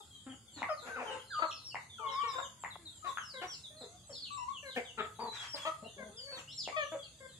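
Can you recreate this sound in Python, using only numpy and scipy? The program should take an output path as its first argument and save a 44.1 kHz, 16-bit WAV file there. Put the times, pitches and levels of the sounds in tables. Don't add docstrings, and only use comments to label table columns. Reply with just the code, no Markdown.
import sys
import numpy as np
from scipy import signal
from scipy.fft import rfft, irfft, next_fast_len
from scipy.io import wavfile
from scipy.ndimage import uniform_filter1d

SR = 44100
rng = np.random.default_rng(int(sys.argv[2]) if len(sys.argv) > 2 else 0)


def makeup_ratio(level_db):
    decades = np.asarray(level_db, float) / 20
    return 10 ** decades


def waveform_to_disk(signal):
    frames = np.transpose(np.atleast_2d(signal))
    scaled = np.clip(frames, -1, 1) * 32767
    samples = np.round(scaled).astype(np.int16)
    wavfile.write(sys.argv[1], SR, samples)


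N = 325899


def rms_one(x):
    return x / np.sqrt(np.mean(x ** 2) + 1e-20)


def band(x, low_hz, high_hz, order=2):
    return signal.sosfilt(signal.butter(order, [low_hz, high_hz], "band", fs=SR, output="sos"), x)


def drift(size, rate):
    knots = rng.standard_normal(max(300, int(size * 400 / SR) + 3))
    return np.interp(np.arange(size) * min(rate, 400) / SR, np.arange(len(knots)), knots)


def add(out, sound, start_s, pan_db):
    for side, sign in ((0, 1), (1, -1)):
        at = round(start_s * SR) + max(0, round(sign * pan_db * 1.5))
        part = sound[:N - at]
        out[side, at:at + len(part)] += makeup_ratio(sign * pan_db / 2) * part


def note(s, length, start_hz, end_hz, level_db, swell_db, arch=0):
    u = np.linspace(0, 1, num=9)
    pitch = start_hz + (end_hz - start_hz) * u + 4 * arch * start_hz * u * (1 - u)
    return np.c_[s + length * u, pitch, level_db + swell_db * u]


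def sing(rows, partials_db, jitter, shimmer_db, edge_s):
    s, hz, level_db = np.transpose(rows)
    t = s[0] + np.arange(round((s[-1] - s[0]) * SR) + 400) / SR
    pitch = np.interp(t, s, hz) * (1 + jitter * drift(len(t), 257.8))
    phase = 2 * np.pi * np.cumsum(pitch) / SR
    wave = 0
    for k, db in enumerate(partials_db, 1):
        wave = wave + makeup_ratio(db + shimmer_db * drift(len(t), 110.0)) * np.sin(k * phase)
    edges = np.clip(np.minimum(t - t[0], t[-1] - t) / max(edge_s, 1e-3), 0, 1)
    return np.sqrt(2) * wave * makeup_ratio(np.interp(t, s, level_db)) * edges ** 2


def yard():
    # f/Hz, level per Hz/dB
    yard_colour = [(55, -9), (108, -2), (369, -20), (2300, -28), (3400, -26), (4700, -21), (5700, -31),
                   (6400, -16.5), (7300, -19.5), (8900, -20.5), (9700, -28), (10700, -19), (11600, -29),
                   (12200, -38), (13300, -41), (14600, -39)]
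    size = next_fast_len(N)
    table_hz, table_db = np.transpose(yard_colour)
    hz = np.arange(1, size // 2 + 2) * SR / size
    alike = .95 / (1 + (hz / 1500) ** 1.4)
    colour = makeup_ratio(np.interp(np.log(hz), np.log(table_hz), table_db, left=-32, right=-44))
    colour = colour * np.sqrt([1 + alike, 1 - alike])
    mid, side = irfft(rfft(rng.standard_normal((2, size))) * colour, size)[:, :N]
    out, edges = 0, 25 * 2 ** np.arange(0, 9.5, .3)
    for low, high in zip(edges, edges[1:]):
        patches = makeup_ratio(2 * drift(N, 12) + 1.2 * drift(N, 3))
        out = out + patches * band([mid + side, mid - side], low, high)
    return makeup_ratio(-60) * rms_one(out)


def far_chicks():
    # t/s, start f/Hz, level/dB
    far_peeps = [(0.0, 7250, -87), (0.278, 7570, -69), (0.5, 7640, -62.5), (0.799, 7600, -64),
                 (1.102, 7610, -68), (1.31, 7420, -67.5), (1.448, 7600, -71), (2.43, 7440, -65),
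                 (2.581, 7800, -65), (2.928, 7720, -66), (3.068, 7700, -67), (3.491, 7960, -65),
                 (3.768, 8190, -69.5), (4.049, 8040, -65), (4.308, 7960, -60.5), (4.529, 7010, -66.5),
                 (4.988, 7630, -72), (5.329, 7625, -65.5), (5.598, 7150, -64), (5.878, 7220, -70.5),
                 (6.18, 7330, -67), (6.358, 7730, -67), (6.529, 7520, -61), (6.628, 7430, -66.5),
                 (6.769, 6940, -62), (6.878, 7400, -67), (7.03, 7320, -70)]
    out = np.zeros((2, N))
    brood = rng.uniform((0, 3300, -87), (N / SR - .1, 4200, -76), (140, 3))
    brood[::2, 1] *= 2
    for s, start_hz, level_db in [*far_peeps, *brood]:
        rows = [(s, start_hz, level_db), (s + .095, start_hz * .85, level_db - 6.5)]
        add(out, sing(rows, [0], jitter=.015, shimmer_db=3, edge_s=.015), s, pan_db=-7)
    return out


def scuffles():
    # t/s, length/s, thump level/dB, feather hiss level/dB, lowest thump f/Hz
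    bursts = [(0.556, 0.067, -62, -95, 120), (0.789, 0.32, -64, -101, 176), (0.976, 0.21, -62, -85, 180),
              (2.307, 0.121, -63.5, -77, 184), (3.032, 0.077, -63.5, -77, 300),
              (3.07, 0.063, -85, -69, 300), (3.41, 0.049, -57, -90, 397), (2.002, .3, -67.5, -92, 900),
              (4.75, 0.027, -63, -62.5, 300), (5.546, 0.13, -76, -76, 300), (5.307, 0.18, -58, -78, 1000),
              (5.535, 0.19, -62.5, -68, 700), (6.296, 0.12, -65, -73, 180)]
    out = np.zeros((2, N))
    for s, length, thump_db, hiss_db, low_hz in bursts:
        size = round(length * SR)
        lumps = makeup_ratio(5.5 * drift(SR // 3, 90))[:size]
        noise = rng.standard_normal((2, SR // 3))[:, :size] * lumps
        thump = makeup_ratio(thump_db) * rms_one(band(noise[0], low_hz, 2300 + 2 * low_hz))
        hiss = makeup_ratio(hiss_db) * rms_one(band(noise[1], 3300, 15000))
        add(out, (thump + hiss) * signal.windows.tukey(size, .3), s, pan_db=4.0)
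    return out


def knocks(blows, bounce_s):
    contact_s, ring_hz, crack_db = .00068, 2600, -9
    out, t = np.zeros((2, N)), np.arange(400) / SR
    contact = t / contact_s * np.exp(1 - t / contact_s)
    crack = makeup_ratio(crack_db) * np.sin(2 * np.pi * ring_hz * t) * np.exp(-t / 0.00065)
    for s, peak_db, body_hz, bounce_hz, bounce_db in blows:
        body = contact * np.sin(2 * np.pi * body_hz * t)
        rebound = contact * np.sin(2 * np.pi * bounce_hz * t)
        add(out, makeup_ratio(peak_db) * (crack - body), s + .001, pan_db=3)
        add(out, makeup_ratio(peak_db + bounce_db) * rebound, s + bounce_s, pan_db=3)
    return out


def chicks():
    # t/s, length/s, start f/Hz, end f/Hz, level/dB
    fading_peeps = [(0.0, 0.035, 4020, 3160, -47), (.1, 0.11, 3320, 3170, -51),
                    (.29, 0.045, 3380, 2850, -46.5), (.77, 0.048, 4470, 3690, -46),
                    (.94, 0.1, 3100, 2640, -61), (1.19, 0.055, 3350, 2820, -49.5),
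                    (1.56, 0.091, 4574, 3660, -50.5), (1.89, 0.18, 3700, 2800, -48.5),
                    (2.06, 0.049, 3700, 2810, -39), (2.11, 0.083, 5770, 4620, -46),
                    (2.7, 0.05, 4280, 3250, -42), (2.85, 0.035, 4380, 3630, -36),
                    (3.06, 0.039, 4180, 3450, -41.5), (3.17, 0.065, 6800, 5980, -48),
                    (3.49, 0.089, 3560, 2626, -45.5), (3.63, 0.046, 4100, 3300, -40),
                    (3.76, .04, 4420, 3980, -49), (4.03, 0.045, 4150, 3860, -56),
                    (2.28, 0.038, 4120, 3510, -45), (4.31, 0.031, 4120, 3640, -40.5),
                    (4.37, 0.053, 2650, 2940, -47), (4.98, 0.05, 4150, 3160, -39.5),
                    (5.59, 0.098, 3480, 3150, -42), (5.84, 0.046, 2685, 3150, -46)]
    held_peeps = [(1.265, 0.056, 4250, 4020, -55.5), (1.3, 0.067, 3900, 2800, -53.5),
                  (1.3, 0.11, 4770, 4450, -52.5), (2.27, 0.047, 5930, 4820, -48.5),
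                  (2.31, 0.16, 7340, 7110, -55.5), (3.13, 0.12, 3620, 2786, -53),
                  (3.33, 0.25, 7070, 7020, -58), (3.8, 0.026, 4560, 3470, -49.5),
                  (4.36, 0.074, 5340, 5580, -62.5), (1.7, 0.028, 3120, 2710, -50.5),
                  (2.43, 0.034, 6600, 6150, -54), (4.52, 0.065, 3590, 2720, -50),
                  (4.84, 0.028, 4000, 3270, -52), (4.865, 0.044, 3230, 2760, -49),
                  (5.83, 0.071, 4300, 3490, -63), (6.15, 0.047, 3810, 2980, -53),
                  (6.86, 0.066, 3220, 3520, -54.5), (6.98, 0.063, 3435, 3207, -50),
                  (7.02, 0.031, 5000, 4150, -54), (6.48, 0.061, 4800, 5760, -57),
                  (7.02, 0.064, 3070, 2570, -60), (7.28, 0.087, 4300, 3310, -60)]
    drooping_peeps = [(1.43, 0.067, 4030, 3980, -50.5), (1.5, 0.018, 3990, 2570, -41),
                      (6.75, 0.097, 3385, 2730, -50), (1.5, 0.069, 5370, 4910, -50),
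                      (2.08, 0.15, 3880, 2780, -50), (5.19, 0.055, 4300, 4400, -49.5)]
    hooked_peeps = [(.69, 0.048, 4560, 4530, -49), (4.49, 0.035, 3000, 3470, -60)]
    # t/s, f/Hz, level/dB
    bent_peeps = [
        [(1.632, 5010, -59), (1.65, 5660, -45), (1.69, 5290, -42), (1.715, 4340, -46)],
        [(4.095, 5480, -57), (4.14, 5380, -48.5), (4.2, 4590, -46), (4.235, 4310, -41), (4.262, 2985, -45.5),
         (4.295, 2530, -52.5)],
        [(4.12, 4523, -47), (4.145, 4330, -43.5), (4.16, 3600, -45), (4.19, 3350, -56)],
        [(.475, 3600, -43), (.5, 3186, -59), (.55, 2870, -71), (.62, 2900, -52)],
        [(.53, 4350, -56), (.555, 4420, -54), (.58, 3980, -50), (.605, 3540, -50)],
        [(3.22, 5560, -60), (3.26, 5370, -49), (3.295, 5000, -47), (3.32, 4240, -49)],
        [(3.33, 4150, -48), (3.365, 3740, -50.5), (3.38, 3300, -53), (3.42, 2870, -56)],
        [(3.465, 5630, -49), (3.49, 5880, -46), (3.53, 5260, -41), (3.545, 4070, -44)],
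        [(5.265, 4100, -45.5), (5.36, 3886, -44.5), (5.385, 3350, -44), (5.44, 3260, -52), (5.51, 3080, -57)],
        [(5.475, 4710, -48), (5.49, 5477, -46), (5.52, 5620, -45), (5.548, 4940, -32), (5.56, 4000, -47),
         (5.58, 3000, -47), (5.6, 2810, -54)],
        [(6.165, 5190, -42), (6.21, 4630, -44.5), (6.27, 4510, -45), (6.34, 4390, -43.5), (6.37, 3700, -46.5),
         (6.405, 2510, -46.5)],
        [(6.47, 2580, -48.5), (6.515, 3620, -48.5), (6.53, 4300, -43)],
        [(2.325, 3500, -43), (2.37, 3784, -50), (2.43, 3640, -47.5), (2.46, 2870, -51.5)],
        [(6.57, 5800, -33), (6.605, 4620, -38), (6.63, 3780, -43), (6.665, 2650, -44)],
    ]
    # t/s, f/Hz, level/dB
    swelling_peeps = [
        [(1.05, 3400, -62), (1.085, 3020, -43.5), (1.134, 2774, -46)],
        [(4.65, 4170, -56), (4.7, 3995, -45), (4.726, 3320, -49), (4.765, 2730, -53)],
        [(6.62, 7830, -50), (6.645, 6300, -45), (6.665, 5300, -52)],
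        [(6.36, 7400, -54), (6.39, 5300, -55)],
    ]
    kinds = [(fading_peeps, -11.5, -0.018), (held_peeps, 3.8, 0.0106),
             (drooping_peeps, 3.2, .08), (hooked_peeps, -2.2, 0.17)]
    peeps = [note(*row, swell_db, arch) for kind, swell_db, arch in kinds for row in kind]
    out, octave_db = np.zeros((2, N)), -23.5
    for rows in peeps + bent_peeps + swelling_peeps:
        peep = sing(rows, [0, octave_db], jitter=.007, shimmer_db=2, edge_s=.011)
        add(out, peep, rows[0][0], pan_db=rng.normal(1, 2))
    return makeup_ratio(-2.5) * out


def hens():
    # t/s, length/s, start f/Hz, end f/Hz, fundamental level/dB
    murmurs = [(.82, 0.24, 475.4, 467, -59), (5.82, 0.052, 204, 223.3, -56),
               (5.96, 0.1405, 203.2, 215.7, -61.5), (6.96, 0.084, 442, 426, -80)]
    coos = [(.26, 0.082, 262.7, 262.7, -47), (1.1, 0.085, 528.4, 517.7, -42.5),
            (2.78, 0.11, 361.8, 298.5, -62.5), (6.32, 0.068, 520, 529, -48)]
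    clucks = [(2.23, 0.0725, 477, 445.7, -50), (3.04, 0.042, 334.4, 384, -56),
              (3.412, 0.0474, 345.6, 378.6, -48)]
    buks = [(3.805, 0.059, 272.4, 223, -65.5), (4.09, 0.047, 323, 226, -67.5),
            (5.538, 0.026, 304, 286, -55.5), (6.915, 0.054, 346, 268.7, -54)]
    squawks = [(1.385, 0.047, 303.6, 270, -60), (1.445, 0.022, 310, 302, -56),
               (1.418, 0.035, 329.3, 314, -48.5), (2.38, 0.021, 334, 317.4, -54.5)]
    moans = [(0.0, 0.013, 436, 401, -58.5), (1.05, 0.12, 453, 437.7, -52.5), (1.99, 0.156, 450, 464, -55.5),
             (2.35, 0.087, 515.7, 549, -50)]
    pullet = [(3.335, 0.065, 554, 517, -54), (4.625, 0.073, 588.9, 523.4, -56),
              (5.975, 0.056, 570, 521, -55), (6.26, 0.049, 557, 565, -63), (7.2, 0.064, 550, 525, -59)]
    hums = [(.56, 0.0735, 310, 250, -53.5), (3.7, .26, 590, 720, -63.5), (6.08, 0.24, 380, 620, -63),
            (2.0, 0.13, 680, 530, -59.5)]
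    # left-right/dB, swell over a note/dB, partials 2, 3, 4, 5 and above/dB
    voices = [(murmurs, 5.9, 3, (-5.5, 1, -13, -20.5)), (coos, 3, -9, (-12, -11, -18.5, -14.5)),
              (clucks, 4.3, -8, (1.5, -1.5, -2, 0)), (buks, 2.6, -8, (14, 3.5, 1, -4)),
              (squawks, 6, -18, (15.9, 15, 20.4, 8.2)), (moans, 8.5, -4.5, (6, -0.5, -24, -34)),
              (pullet, 4.9, 5, (-7.5, -2, -4.5, -25.5)), (hums, 4.3, -0.64, (-14, -13, -18, -42))]
    # t/s, f/Hz, level/dB
    whistles = [
        [(0.635, 1205, -48), (0.685, 1114, -47)],
        [(0.89, 1556, -50), (0.95, 1528, -43), (.975, 1295, -43), (1.0, 906, -46.5), (1.035, 540, -46.5)],
        [(1.3, 1718, -50), (1.325, 1547, -44), (1.35, 1230, -41.5), (1.365, 1224, -38.5), (1.388, 1224, -33.5),
         (1.41, 1205, -47), (1.47, 1250, -54), (1.56, 1230, -75)],
        [(1.98, 1473, -45.5), (2.0, 1224, -50), (2.06, 1091, -38), (2.15, 1058, -38.5), (2.22, 1165, -36),
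         (2.33, 1060, -46), (2.47, 1016, -65), (2.63, 982, -69.5)],
        [(3.022, 1273, -53), (3.045, 1260, -49), (3.067, 1120, -37.5), (3.08, 1111, -37), (3.1, 1048, -40.5)],
        [(4.3, 1156, -47), (4.37, 1139, -46.5), (4.385, 1010, -42.5), (4.435, 979, -39.5), (4.47, 980, -60),
         (4.487, 1065, -35), (4.515, 1122, -44), (4.535, 1154, -60)],
        [(5.7, 1237, -62), (5.722, 1230, -41.5), (5.74, 1220, -61)],
        [(6.72, 1184, -44.5), (6.76, 1139, -43.5)],
    ]
    # left-right/dB, octave level/dB
    whistlers = [(-3, -25), (3.5, -33.5), (-2.5, -36), (3.5, -16.5), (6.5, -42), (9, -27.5), (-6, -34),
                 (9, -12)]
    # t/s, f/Hz, fundamental level/dB
    swells = [
        [(.686, 820, -33), (.697, 635, -36.5), (.73, 604, -39), (.75, 603, -54)],
        [(.845, 254, -65), (.865, 249, -57.5), (.895, 237, -58.5)],
        [(.955, 263.6, -58), (.98, 256.9, -56.5), (1.03, 245.7, -58), (1.045, 242, -74)],
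        [(4.756, 243.3, -51.5), (4.78, 242.2, -42), (4.8, 236, -53.5)],
        [(4.972, 227.5, -57.5), (5.0, 219.7, -48.5), (5.008, 218.3, -46), (5.02, 216.8, -58), (5.06, 213, -60)],
        [(5.185, 212.4, -58), (5.205, 226.2, -49), (5.225, 226, -55.5), (5.25, 227.1, -53.5),
         (5.29, 229, -58.5)],
        [(5.647, 313, -57.5), (5.665, 314, -57), (5.68, 305.6, -54), (5.7, 300, -71)],
        [(6.76, 658, -40), (6.772, 629, -38), (6.797, 610.4, -40.5), (6.829, 587, -38.5), (6.84, 568, -46)],
    ]
    # left-right/dB, (partials 2, 3, ..)/dB
    throats = [(3.5, (-2.5, -15.5, -20, -23)), (4, (6, -7, -8, -8, -10)),
               (4, (9.5, 0, -3, -3, -7, -4, -4, -4, 5.5, -13, -30)),
               (4.3, (4, 0, -9.5, -20, -9, -4, -12, 1.5, -3.5, -11)),
               (4.3, (4, -1.5, 1, -8, 6, -5, 2, -4, -7, -6, -6)),
               (4.3, (4, -1.5, 6.5, -3.5, -11.5, -16, -11, -17)), (4.4, (13.5, 9.5, 20.5, -16, 7, -6, 5.5)),
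               (6, (-3, -1, -3.5, -12, -19, -21, -29))]
    notes = []
    for table, pan_db, swell_db, partials_db in voices:
        for row in table:
            notes.append((note(*row, swell_db, arch=-0.012), pan_db, partials_db))
    for rows, (pan_db, octave_db) in zip(whistles, whistlers):
        notes.append((rows, pan_db, (octave_db, -37, -31.5, -41)))
    notes += [(rows, *throat) for rows, throat in zip(swells, throats)]
    out = np.zeros((2, N))
    for rows, pan_db, partials_db in notes:
        start_s, start_hz = rows[0][0], rows[0][1]
        upper = np.arange(1, max(1, 4700 // start_hz - len(partials_db)))
        strain = np.clip((partials_db[0] + 1) / 16, 0, 1)
        waver = 10 / start_hz
        all_db = [0, *partials_db, *(partials_db[-1] - 2 * upper)]
        call = sing(rows, all_db, jitter=waver + .045 * strain, shimmer_db=95 * waver + strain, edge_s=.007)
        add(out, call, start_s, pan_db)
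    return out


def walls(x, t60_s=0.32, early_t60_s=0.045, late_db=-10, slap_s=0.0055, slap_db=-18, cut_hz=7000, apart_db=-2):
    t = np.arange(SR // 2) / SR
    rise = np.clip((t - .003) / 0.0087, 0, 1)
    decay = makeup_ratio(-60 * t / early_t60_s) + makeup_ratio(late_db - 60 * t / t60_s)
    spectra = rfft(rng.standard_normal((2, len(t))) * decay * rise)
    even = irfft(spectra / np.sqrt(uniform_filter1d(np.abs(spectra) ** 2, size=50, axis=1)))
    shared, apart = even * np.sqrt(rise) * (t < .4)
    tail = rms_one(shared + makeup_ratio(apart_db) * apart * [[1], [-1]]) / np.sqrt(len(t))
    tail[:, round(slap_s * SR)] += makeup_ratio(slap_db)
    tail = band(tail, 464, cut_hz, order=1)
    return signal.fftconvolve(x.mean(axis=0, keepdims=True), tail, axes=1)[:, :N]


def ports(x):
    mid, side = (x[0] + x[1]) / 2, (x[0] - x[1]) / 2
    side = side - signal.sosfilt(signal.butter(1, 450, fs=SR, output="sos"), side)
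    return np.array([mid + side, mid - side])


def scene():
    # t/s, peak level/dB, body f/Hz, rebound f/Hz, rebound level/dB
    basin_blows = [(0.619, -32.5, 910, 2070, 0), (1.7445, -36.5, 890, 2050, 0.5),
                   (2.6365, -37, 960, 1990, -0.5), (3.172, -33, 1350, 1570, -6.5),
                   (6.675, -36, 670, 2170, -5.5)]
    # t/s, peak level/dB, body
    # f/Hz, slap f/Hz, slap level/dB
    light_blows = [(2.7555, -37, 1000, 800, -1.5), (1.924, -64, 500, 900, -11), (2.4, -34, 1200, 1200, -6)]
    far, feet, near, adults = far_chicks(), scuffles(), chicks(), hens()
    taps, pecks = knocks(basin_blows, bounce_s=0.0105), knocks(light_blows, bounce_s=.007)
    direct = adults + makeup_ratio(-3.5) * near + makeup_ratio(-4) * far + makeup_ratio(7) * taps + feet + pecks
    sent = makeup_ratio(-0.5) * adults + makeup_ratio(0.9) * near + makeup_ratio(16.0) * far + makeup_ratio(11) * taps + makeup_ratio(14.5) * feet
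    return ports(direct + walls(sent) * makeup_ratio([[.6], [-.6]])) + yard()


def gate(x, floor_db=-102, depth_db=-45, unrest_db=2.6):
    # f/Hz, level/dB
    shut_below = [(1900, -9.5), (3500, -7), (5500, -5), (7500, -5.5), (9500, -3.5), (11300, -3),
                  (12500, .3), (15500, .3)]
    lead, width, top_hz = 377, 8, 10760
    hz, _, spectra = signal.stft(np.pad(x, ((0, 0), (lead, 0))), SR, nperseg=2048)
    power = np.mean(np.abs(spectra[:, 1:]) ** 2, axis=0)
    power = uniform_filter1d(power, size=2, axis=1) + 1e-18
    power = power.reshape(-1, width, power.shape[1]).mean(axis=1)
    centre_hz = hz[width // 2::width]
    around_db = uniform_filter1d(10 * np.log10(power), size=13, axis=0)
    around_db += unrest_db * rms_one(uniform_filter1d(rng.standard_normal(power.shape), size=3, axis=1))
    threshold_db = around_db + np.interp(centre_hz, *np.transpose(shut_below))[:, None]
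    below_top = centre_hz < top_hz
    threshold_db[below_top] = np.maximum(floor_db, threshold_db[below_top])
    shut = np.clip(threshold_db - 10 * np.log10(power), 0, 1) * (centre_hz > 1900)[:, None]
    spectra[1, hz > top_hz] *= makeup_ratio(-7)
    spectra[:, 1:] *= makeup_ratio(depth_db * np.repeat(shut, width, axis=0))
    return signal.istft(spectra, SR, nperseg=2048)[1][:, lead:lead + N]


def top_cut(x):
    return signal.sosfilt(signal.butter(12, 15520, fs=SR, output="sos"), x)


def record(dry):
    return top_cut(gate(dry))


dry = scene()
out = record(dry)
waveform_to_disk(out)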